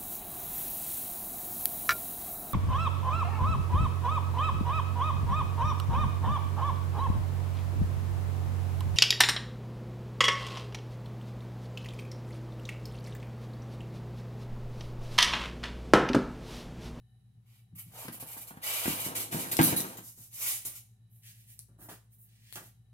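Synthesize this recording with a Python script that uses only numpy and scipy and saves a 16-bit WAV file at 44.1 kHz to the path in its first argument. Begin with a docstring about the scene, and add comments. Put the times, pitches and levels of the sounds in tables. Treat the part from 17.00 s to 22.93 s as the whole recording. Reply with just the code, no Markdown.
"""A loaded plastic tote is dragged off a table, swung aside and set down.
Its hollow body booms and clatters, sleeves rub on it, the plastic snaps and squeaks, and metal
tackle jingles inside. Sleeves then swish over the table, and a hand folds back the flap of a
fabric bag, which lands with a dull puff. Machines hum and a distant fan whines. Two microphones
hear it all in a small, cluttered workshop."""
import sys
import numpy as np
from scipy import signal
from scipy.fft import rfft, irfft, next_fast_len
from scipy.io import wavfile
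from scipy.ndimage import uniform_filter1d, map_coordinates

SR = 44100
rng = np.random.default_rng(int(sys.argv[2]) if len(sys.argv) > 2 else 0)


def wav_out(sig):
    """Save sig, one row per channel (or a flat mono array), as 16-bit PCM at SR to the path in sys.argv[1]."""
    wavfile.write(sys.argv[1], SR, np.round(np.clip(np.atleast_2d(sig).T, -1, 1) * 32767).astype(np.int16))


N = 261513
TIME = np.arange(N) / SR

# The tone colours of the noises. Each row: pitch in Hz, relative level in dB.
AIR_COLOUR = [(20, -20.5), (50, -23.5), (100, -18.5), (160, -1), (220, -8.5), (290, -22), (400, -23),
              (500, -30), (1100, -32.5), (2500, -35), (4500, -37.5), (7000, -40), (10000, -35.5),
              (15000, -42.5)]
WALL_COLOUR = [(30, -36), (80, -10), (150, 6), (260, 5.5), (360, 0.5), (450, -10.5), (700, -3), (1300, -6),
               (1900, -6), (3000, -14.5), (4200, -22), (8000, -30.5), (16000, -40.5)]
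TOTE_HISS_COLOUR = [(1500, -39.5), (4200, -9), (4750, -17), (6100, -8), (7800, -7), (8250, -5),
                    (8700, -2.5), (9400, -4), (10500, 0), (11250, 2.5), (12900, -3), (13450, -0.5),
                    (15000, -3.5), (15800, -12.5)]
TOTE_RASP_COLOUR = [(90, -27), (200, -13), (400, -15), (650, -7.5), (1120, -5), (1700, -10.5), (2330, 2),
                    (2500, -1.5), (2750, 1), (3020, 1), (3220, -1.5), (3500, -7), (3800, -8.5),
                    (4150, -8.5), (4750, -5.5), (7000, -21.5)]
DRAG_COLOUR = [(100, -31), (250, -15), (600, 3), (820, 0.5), (940, 0), (1100, -2.5), (1400, -6.5),
               (2200, -11), (4000, -18.5), (9000, -31.5)]
CLICK_COLOUR = [(300, -42.5), (1000, -22.5), (2500, -11), (4500, -0.5), (8000, -3.5), (11000, 4),
                (16000, -6.5)]
CLOTH_HISS_COLOUR = [(1500, -18), (4700, -9), (5500, -5), (6900, 0), (7700, -3.5), (8600, 0.5), (9400, 0),
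                     (10800, 4), (12500, 2.5), (14300, 0), (15800, -4)]
SLEEVE_RASP_COLOUR = [(120, -23), (400, -4.5), (1100, -3.5), (1600, -9), (2200, 3.5), (3000, 1), (3850, -4),
                      (4150, -2.5), (4700, -4), (7000, -11.5)]
PUFF_COLOUR = [(25, -30), (70, -5), (150, 3), (330, -0.5), (480, -5.5), (720, -2), (950, -5.5),
               (1400, -4.5), (1750, -6.5), (2300, -18), (4000, -21.5), (9000, -19.5)]
BAG_RASP_COLOUR = [(120, -28), (400, -31), (1200, -28), (1750, -2), (2400, -1.5), (3100, -1), (4100, -4),
                   (4700, -5), (7000, -9)]
# Running machines. Each row: pitch in Hz, level in dB.
HUM_TONES = [(58.9, -73), (96, -72.5), (111.5, -62), (120, -65), (196, -85)]
# A distant fan. Each row: middle pitch in Hz, width in Hz, level in dB.
FAN_BANDS = [(762, 67, -91.5), (1790, 90, -94.5), (3000, 80, -95), (3900, 130, -88.5), (10700, 1100, -90.5)]
# Things that hit. 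Each row: start in seconds, level in dB.
PALM_GRIPS = [(0.351, -57.5), (0.727, -41), (0.859, -43.5), (0.926, -50)]  # hands take hold of the tote
TOTE_KNOCKS = [(1.053, -53), (1.082, -40), (1.144, -57), (1.227, -51), (1.368, -52), (1.508, -50),
               (1.572, -52.5), (1.925, -41), (2.41, -45), (2.453, -42), (2.53, -41), (2.5903, -15.5),
               (2.598, -21.5), (2.6141, -22.5), (2.688, -35.5), (2.727, -30.5), (2.8, -38.5), (2.845, -40),
               (2.902, -50), (2.987, -52)]  # it jolts, lands and rocks to rest
WALL_BUMPS = [(1.857, -32.5), (2.064, -42), (2.325, -36)]  # it lurches
WEIGHT_DROPS = [(1.869, -47), (2.597, -47)]  # its whole weight comes down
TACKLE_SHAKES = [(2.40, -43), (2.517, -35), (2.62, -29), (2.63, -14.5), (2.649, -23.5), (2.685, -36.5),
                 (2.764, -21.5)]
SOFT_LANDINGS = [(3.176, -54.5), (3.651, -50), (4.685, -57.5), (4.76, -61), (4.786, -52.5), (4.811, -49.5),
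                 (4.849, -51.5), (4.886, -42), (4.911, -44.5), (5.555, -37), (5.568, -41), (5.601, -49.5)]  # arms on the table, then the bag's flap
# The notes things ring with. Each row: pitch in Hz, relative level in dB, seconds to fade by 60 dB.
TOTE_NOTES = [(58.5, -33, .35), (90.3, -13, 0.13), (108.7, -10, 0.85), (157.6, 4.5, 0.22),
              (187.6, -2.5, 0.34), (242.2, -1.5, 0.32), (270.7, -5.5, 0.33), (318, -5.5, 0.26),
              (347, -4.5, 0.14), (493, -15.5, 0.087), (565, -24, 0.067), (680, -20.5, .15)]
TACKLE_NOTES = [(4140, -16, .18), (3915, -14, 0.33), (6400, -10, 0.13), (8807, -8.5, .09), (9000, -14, .06),
                (10400, -6, .09), (10710, 0, 0.14), (10680, -6, .08), (10800, -5.5, .06), (11270, -4, .06),
                (11990, -4.5, .05), (12230, -2.5, .06), (12500, -3.5, .05), (12400, 4.5, 0.12),
                (13500, 0, .08), (14920, -4.5, 0.11), (15050, 0, .1), (15600, -5, .04)]
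# Smooth strokes of cloth. Each row: start and length in seconds, hiss in dB, rasp in dB above the hiss.
TOTE_STROKES = [(.425, 0.25, -68, -2), (0.828, .13, -62.5, -6), (0.898, .25, -46, -9)]
SLEEVE_STROKES = [(3.0, .16, -46.5, -35.5), (3.13, 0.19, -50, -22), (3.295, 0.18, -42.5, -15),
                  (3.355, .28, -30.5, -10), (3.59, 0.22, -48.5, -7.5)]
BAG_STROKES = [(4.085, 0.17, -60.5, -19), (4.21, 0.16, -54, -1.5), (4.29, 0.24, -61.5, -5.5),
               (4.45, .14, -54.5, -10), (4.565, 0.079, -58.5, -11), (4.776, 0.14, -49, -17.5),
               (5.096, .09, -59.5, -18), (5.165, 0.128, -52, -30), (5.22, 0.31, -73, 4),
               (5.365, 0.34, -65.5, 4), (5.522, 0.05, -46, -6.5), (5.59, 0.13, -55.5, -6.5)]
# Cloth and hands slip on the tote. Each row: start and length in seconds, hiss in dB.
TOTE_SKIDS = [(0.75, 0.048, -48.5), (.781, 0.025, -38.5), (1.121, 0.031, -38.5), (1.197, 0.026, -37.5),
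              (1.259, 0.065, -43), (1.308, 0.045, -43), (1.366, 0.0321, -40.5), (1.405, .028, -40),
              (1.471, 0.019, -37.5), (1.56, .02, -53), (1.613, 0.27, -33.5), (1.855, 0.15, -36.5),
              (1.993, 0.025, -29.5), (2.037, 0.035, -30), (2.148, 0.036, -27), (2.19, 0.042, -31.5),
              (2.309, 0.069, -34.5), (2.388, 0.049, -33.5), (2.46, 0.044, -40.5), (2.513, 0.018, -25),
              (2.568, 0.059, -35.5), (2.636, .065, -27), (2.763, 0.04, -33), (2.83, 0.099, -46),
              (2.97, 0.008, -32)]
# Cloth slips as it lands. Each row: start and length in seconds, hiss in dB, rasp in dB above the hiss.
CUFF_SKIDS = [(3.649, 0.024, -27, -24), (3.745, 0.034, -39.5, -11)]
FLAP_SKIDS = [(4.886, 0.053, -47, -5), (5.555, 0.023, -43, 1)]
# How loudly the tote and its load slide. Each row: time in seconds, level in dB.
DRAG_LEVELS = [(.87, -91), (.94, -55.5), (1.05, -48.5), (1.08, -66), (1.22, -57.5), (1.61, -64.5),
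               (1.65, -48), (2.2, -47.5), (2.29, -57.5), (2.36, -43), (2.5, -51.5), (2.7, -41), (2.97, -56),
               (3.14, -84)]
# Plastic and buckles snap. Each row: start in seconds, level in dB, left above right in dB.
CLICKS = [(1.084, -26.5, 8), (2.568, -12, 6), (2.5694, -6.5, 5), (2.615, -4, 7), (2.6211, -12.5, -15.5),
          (2.805, -7, 7), (4.592, -25.5, 2.5), (5.526, -29, 22.5), (5.557, -23, -6)]
# The plastic squeaks. Each row: start and length in seconds, level in dB.
PLASTIC_SQUEAKS = [(2.654, .08, -45.5), (2.752, 0.044, -39)]
# Where the action is. Each row: time in seconds, sine of its angle (positive is left).
DIRECTION = [(0, -0.14), (1.0, 0.38), (1.6, 0.72), (2.8, 0.89), (3.3, 0.13), (3.7, -0.051), (4.3, -0.27),
             (5.9, -0.3)]
# How long the room echoes. Each row: pitch in Hz, seconds to fade by 60 dB.
ECHO_TIMES = [(100, .3), (500, 0.34), (2500, 0.36), (8000, 0.41), (15000, 0.29)]
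# How strongly it echoes. Each row: pitch in Hz, relative level in dB.
ECHO_COLOUR = [(100, -16.5), (250, -9.5), (600, -4.5), (2000, -1), (15000, 0.5)]
# How alike it sounds at both microphones. Each row: pitch in Hz, likeness from 0 to 1.
MIC_LIKENESS = [(100, 0.89), (250, 0.5), (500, 0.8), (900, 0.08), (15000, 0.0095)]


def amp(db):
    return 10 ** (np.asarray(db) / 20)


def unit(x):
    """Scale a sound to an average strength (rms) of 1."""
    return x / np.sqrt(np.mean(x ** 2) + 1e-20)


def fade(t, t60):
    """Die away by 60 dB every t60 seconds."""
    return np.exp(-np.log(1000) * t / t60)


def at_pitch(table, hz):
    pitches, values = np.transpose(table)
    return np.interp(np.log(hz + 1), np.log(pitches + 1), values)


def add(mix, start, sound):
    part = mix[round(start * SR):][:len(sound)]
    part += sound[:len(part)]


def noise(colour, tilt_db=0, size=N):
    """Noise of a given colour, made brighter by tilt_db for each octave."""
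    padded = next_fast_len(size, True)
    hz = np.fft.rfftfreq(padded, 1 / SR)
    gain = amp(at_pitch(colour, hz) + tilt_db * np.log2(np.maximum(hz, 150)))
    phases = np.exp(2j * np.pi * rng.random(len(hz)))
    return unit(irfft(gain * phases, padded)[:size])


def flutter(rate_hz, depth_db, size=N):
    """A level that wavers at random."""
    at = np.arange(size) * min(rate_hz / SR, 1)
    return unit(amp(depth_db * np.interp(at, np.arange(size), rng.standard_normal(size))))


def ring(notes, t, scatter_db, detune, tilt_db=0):
    """A struck object rings with fading notes; each blow lands elsewhere and mixes them anew."""
    hz, db, t60 = np.transpose(notes)[:, :, None]
    weight, bend, side = rng.standard_normal((3, len(notes), 1))
    level = amp(db + scatter_db * weight + tilt_db * np.log2(hz)) * np.sign(side)
    waves = np.sin(2 * np.pi * hz * (1 + detune * bend) * t) * fade(t, t60)
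    return (level * waves).sum(0) / np.linalg.norm(level)


def fan_whine():
    """A distant fan makes narrow bands of noise that waver."""
    hz = np.fft.rfftfreq(N, 1 / SR)
    power = sum(amp(db) ** 2 / width * np.exp(-np.pi * ((hz - middle) / width) ** 2)
                for middle, width, db in FAN_BANDS)
    gain = np.sqrt(power * N * SR / 2)
    return np.array([irfft(gain * np.exp(2j * np.pi * rng.random(len(hz))), N) * flutter(6.4, 3.5)
                     for _ in "LR"])


def machines(air_db=-72):
    """Close hum tones beat against each other over a faint rumble and the fan."""
    hum = sum(amp(db) * np.sqrt(2) * np.sin(2 * np.pi * (hz * TIME + rng.random())) * flutter(1.9, -3)
              for hz, db in HUM_TONES)
    air = amp(air_db) * np.array([noise(AIR_COLOUR), noise(AIR_COLOUR)])
    return hum + spread(air + fan_whine())


def blows(typical_db=-36.5, load_lag_s=.022):
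    """List the blows on the tote: start in seconds, level in dB, clatter in dB, tilt in dB an octave."""
    hard = []
    for start, db in [*TOTE_KNOCKS, *WALL_BUMPS]:
        force_db = db - typical_db  # harder blows boom more and are brighter
        hard.append((start, db, 3 - 0.23 * force_db, -1.05 + 0.0252 * force_db))
    # the load follows each bump, heavier and duller
    load = [(start + load_lag_s, db + 4, 1.5, -4) for start, db in WALL_BUMPS]
    palms = [(start, db, -20, -20.5) for start, db in PALM_GRIPS]
    return hard + load + palms


def knocks(clatter_t60=0.1, crack_s=0.0032, swell_s=0.0036, low_hz=76):
    """The hollow tote booms on a few low notes while its thin walls crack and clatter."""
    out, t = np.zeros(N), TIME[:SR // 2]
    wall_fade = 0.55 * fade(t, clatter_t60) + 1.13 * np.exp(-t / crack_s)
    swell = 1 - np.exp(-t / swell_s)
    for start, db, clatter_db, tilt_db in blows():
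        walls = noise(WALL_COLOUR, tilt_db, len(t)) * wall_fade
        boom = ring(TOTE_NOTES, t, scatter_db=0, detune=.015, tilt_db=tilt_db + 3.6) * swell
        add(out, start, amp(db) * (boom + amp(clatter_db) * walls))
    # a box this size gives off little deep bass
    return signal.sosfilt(signal.butter(2, low_hz, "high", fs=SR, output="sos"), out)


def stroke(length):
    """The speed of a smooth stroke, fastest a little before the middle."""
    progress = np.arange(0, length, 1 / SR) / length
    return np.abs(np.sin(np.pi * progress ** 0.75)) ** 2.23


def skid(length, typical_s=0.031, stop_s=.011):
    """The speed of cloth that breaks free, slows and stops; short skids slow down most."""
    t = TIME[:SR // 2]
    rise_s = 0.11 * length
    slowing_db = 13 * (typical_s / length) ** 0.71
    speed = np.minimum(t / rise_s, 1) * amp(-slowing_db * np.clip((t - rise_s) / length, 0, 1))
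    return speed * np.exp(-np.maximum(t - rise_s - length, 0) / stop_s)


def rub(speed, hiss, rasp, rasp_db, tilt_db, grip_hz, grip_db):
    """Sliding fibres hiss, pressure adds a rasp, and the uneven grip makes both flutter."""
    size = len(speed)
    fibres = noise(hiss, tilt_db, size) + amp(rasp_db) * noise(rasp, size=size)
    return speed * fibres * flutter(grip_hz, grip_db, size)


def tote_rubs(typical_db=-35.5, typical_s=0.031):
    """Sleeves sweep along the tote; under load they stick and slip."""
    out = np.zeros(N)
    colours = TOTE_HISS_COLOUR, TOTE_RASP_COLOUR
    for start, length, db, rasp_db in TOTE_STROKES:
        swish = rub(stroke(length), *colours, rasp_db, tilt_db=-2, grip_hz=347, grip_db=2.5)
        add(out, start, amp(db) * swish)
    for start, length, db in TOTE_SKIDS:
        # firmer and longer skids rasp more
        rasp_db = -11 + 0.2 * (db - typical_db) + 2 * np.log2(length / typical_s)
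        # the hiss dulls as the tote swings aside
        tilt_db = -15 * (np.interp(start, *np.transpose(DIRECTION)) - 0.62)
        swish = rub(skid(length), *colours, rasp_db, tilt_db, grip_hz=347, grip_db=2.5)
        add(out, start, amp(db) * swish)
    return out


def dragging():
    """The tote scrapes over the table and its load slides; once lowered, the hollow box rumbles too."""
    level = amp(np.interp(TIME, *np.transpose(DRAG_LEVELS), left=-np.inf, right=-np.inf))
    lowered = np.interp(TIME, [1.8, 2.4], [0, 1])
    rumble = noise([(50, -34.5), (110, -7.5), (170, 1), (350, 0), (480, -4.5), (900, -28)])
    scrape = noise(DRAG_COLOUR) * flutter(220, 4)
    return level * (scrape + lowered * rumble * flutter(60, 1))


def snaps(decay_s=0.00056):
    """Plastic and buckles give bright clicks about a millisecond long."""
    out, t = np.zeros((2, N)), TIME[:SR // 100]
    for start, db, left_db in CLICKS:
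        click = amp(db - 7) * noise(CLICK_COLOUR, size=len(t)) * np.exp(-t / decay_s)
        add(out[0], start, click * amp(left_db / 2))
        add(out[1], start, click * amp(-left_db / 2))
    return out


def thuds(hz=54, rise_s=.018):
    """The tote's weight comes down with one deep note that soon dies."""
    out, t = np.zeros(N), TIME[:SR // 2]
    thud = np.sin(2 * np.pi * hz * t) * (1 - np.exp(-t / rise_s)) * fade(t, t60=.4)
    for start, db in WEIGHT_DROPS:
        add(out, start, amp(db) * thud)
    return out


def jingles(tick_s=0.00023, strikes=7, shake_t60=.1):
    """Small metal pieces hit each other ever more weakly, with a tick and a short ring each time."""
    out, t = np.zeros(N), TIME[:SR // 3]
    for start, db in TACKLE_SHAKES:
        uneven_steps = np.arange(strikes) + np.r_[0, rng.random(strikes - 1)]
        for delay in shake_t60 / 3 * uneven_steps / strikes:
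            tick = amp(3) * noise(CLICK_COLOUR, size=len(t)) * np.exp(-t / tick_s)
            metal = ring(TACKLE_NOTES, t, scatter_db=3, detune=.002)
            add(out, start + delay, amp(db) * fade(delay, shake_t60) * (tick + metal))
    return out


def squeaks(hz=3900, wobble_share=.003):
    """Plastic squeaks on one unsteady pitch as the tote settles."""
    out = np.zeros(N)
    for start, length, db in PLASTIC_SQUEAKS:
        speed = stroke(length)
        wobble = unit(uniform_filter1d(rng.standard_normal(len(speed)), SR // 200))
        tone = np.sin(2 * np.pi * np.cumsum(hz * (1 + wobble_share * wobble)) / SR)
        add(out, start, amp(db) * speed * tone * flutter(150, 2, len(speed)))
    return out


def sleeves():
    """Forearms sweep over the table top, and cuffs slip as the hands land."""
    out = np.zeros(N)
    for motion, rows in (stroke, SLEEVE_STROKES), (skid, CUFF_SKIDS):
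        for start, length, db, rasp_db in rows:
            swish = rub(motion(length), CLOTH_HISS_COLOUR, SLEEVE_RASP_COLOUR, rasp_db,
                        tilt_db=-0.4, grip_hz=697, grip_db=4)
            add(out, start, amp(db) * swish)
    return out


def flops(rise_s=0.0018, typical_db=-45):
    """Padded fabric lands with a dull puff; harder landings are shorter and brighter."""
    out, t = np.zeros(N), TIME[:SR // 2]
    for start, db in SOFT_LANDINGS:
        force_db = db - typical_db
        shape = np.minimum(t / rise_s, 1) * fade(t, t60=.17 * .5 ** (force_db / 11))
        puff = noise(PUFF_COLOUR, tilt_db=-1 + 0.47 * force_db, size=len(t))
        add(out, start, amp(db) * shape * puff)
    return out


def bag_rustle():
    """A hand brushes over the bag and folds back its flap."""
    out = np.zeros(N)
    for motion, rows in (stroke, BAG_STROKES), (skid, FLAP_SKIDS):
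        for start, length, db, rasp_db in rows:
            tilt_db = -0.5 - 0.51 * rasp_db  # a light touch is bright, a rasping one duller
            swish = rub(motion(length), CLOTH_HISS_COLOUR, BAG_RASP_COLOUR, rasp_db,
                        tilt_db, grip_hz=595, grip_db=3)
            add(out, start, amp(db) * swish)
    return out


def spread(pair):
    """Sound from all around reaches two close microphones alike in the bass, unlike in the treble."""
    size = next_fast_len(pair.shape[1], True)
    left, other = rfft(pair, size)
    likeness = np.clip(at_pitch(MIC_LIKENESS, np.fft.rfftfreq(size, 1 / SR)), -1, 1)
    right = likeness * left + np.sqrt(1 - likeness ** 2) * other
    return irfft([left, right], size)[:, :pair.shape[1]]


def workshop(sound, echo_db, early_s=0.025, first_echo_s=0.0022, mic_gap_m=.14):
    """Sound reaches the nearer microphone first, then echoes off the table and shelves."""
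    pair = sound * np.ones((2, 1))
    lead_samples = np.interp(TIME, *np.transpose(DIRECTION)) * mic_gap_m / 2 / 343 * SR
    direct = np.array([map_coordinates(channel, [np.arange(N) + side * lead_samples], order=3)
                       for channel, side in zip(pair, (1, -1))])
    t = TIME[:SR // 2]
    bounces = rng.choice([-1., 1.], (2, len(t))) * (rng.random((2, len(t))) < .1) * (t > first_echo_s)
    bounces *= 1 + amp(5) * np.exp(-t / early_s)  # early bounces are stronger
    hz, age, bands = signal.stft(bounces, SR, nperseg=256)
    bands *= amp(at_pitch(ECHO_COLOUR, hz))[:, None] * fade(age, at_pitch(ECHO_TIMES, hz)[:, None])
    tail = spread(signal.istft(bands, SR, nperseg=256)[1])
    tail /= np.linalg.norm(tail, axis=1, keepdims=True)
    echo = signal.fftconvolve(pair, tail, axes=1)[:, :N]
    return (direct + amp(echo_db) * echo) / np.hypot(1, amp(echo_db))


def scene():
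    """Cloth is heard mostly through the room's echo; blows and snaps arrive more directly."""
    arms = workshop(tote_rubs() + sleeves(), echo_db=10)
    fabric = workshop(bag_rustle() + flops(), echo_db=2)
    body = amp(2.5) * (knocks() + thuds() + dragging())
    tote = workshop(body + jingles() + squeaks(), echo_db=-0.5)
    return arms + fabric + tote + workshop(snaps(), echo_db=-2.5) + machines()


def record(dry, top_hz=15900):
    """Each microphone favours different pitches, and the highest treble is cut off."""
    # Each pair: pitch in Hz, left above right in dB.
    balance = [(100, 1.0), (4000, -0.5), (8800, 2.0), (10500, -0.5), (12500, -4.5), (15500, 0.5)]
    size = next_fast_len(N, True)
    lean_db = at_pitch(balance, np.fft.rfftfreq(size, 1 / SR)) / 2
    heard = irfft(rfft(dry, size) * amp([lean_db, -lean_db]), size)[:, :N]
    treble_cut = signal.firwin(511, top_hz, window=("kaiser", 9), fs=SR)
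    return signal.oaconvolve(heard, treble_cut[None], "same", axes=1)


dry = scene()
out = record(dry)
wav_out(out)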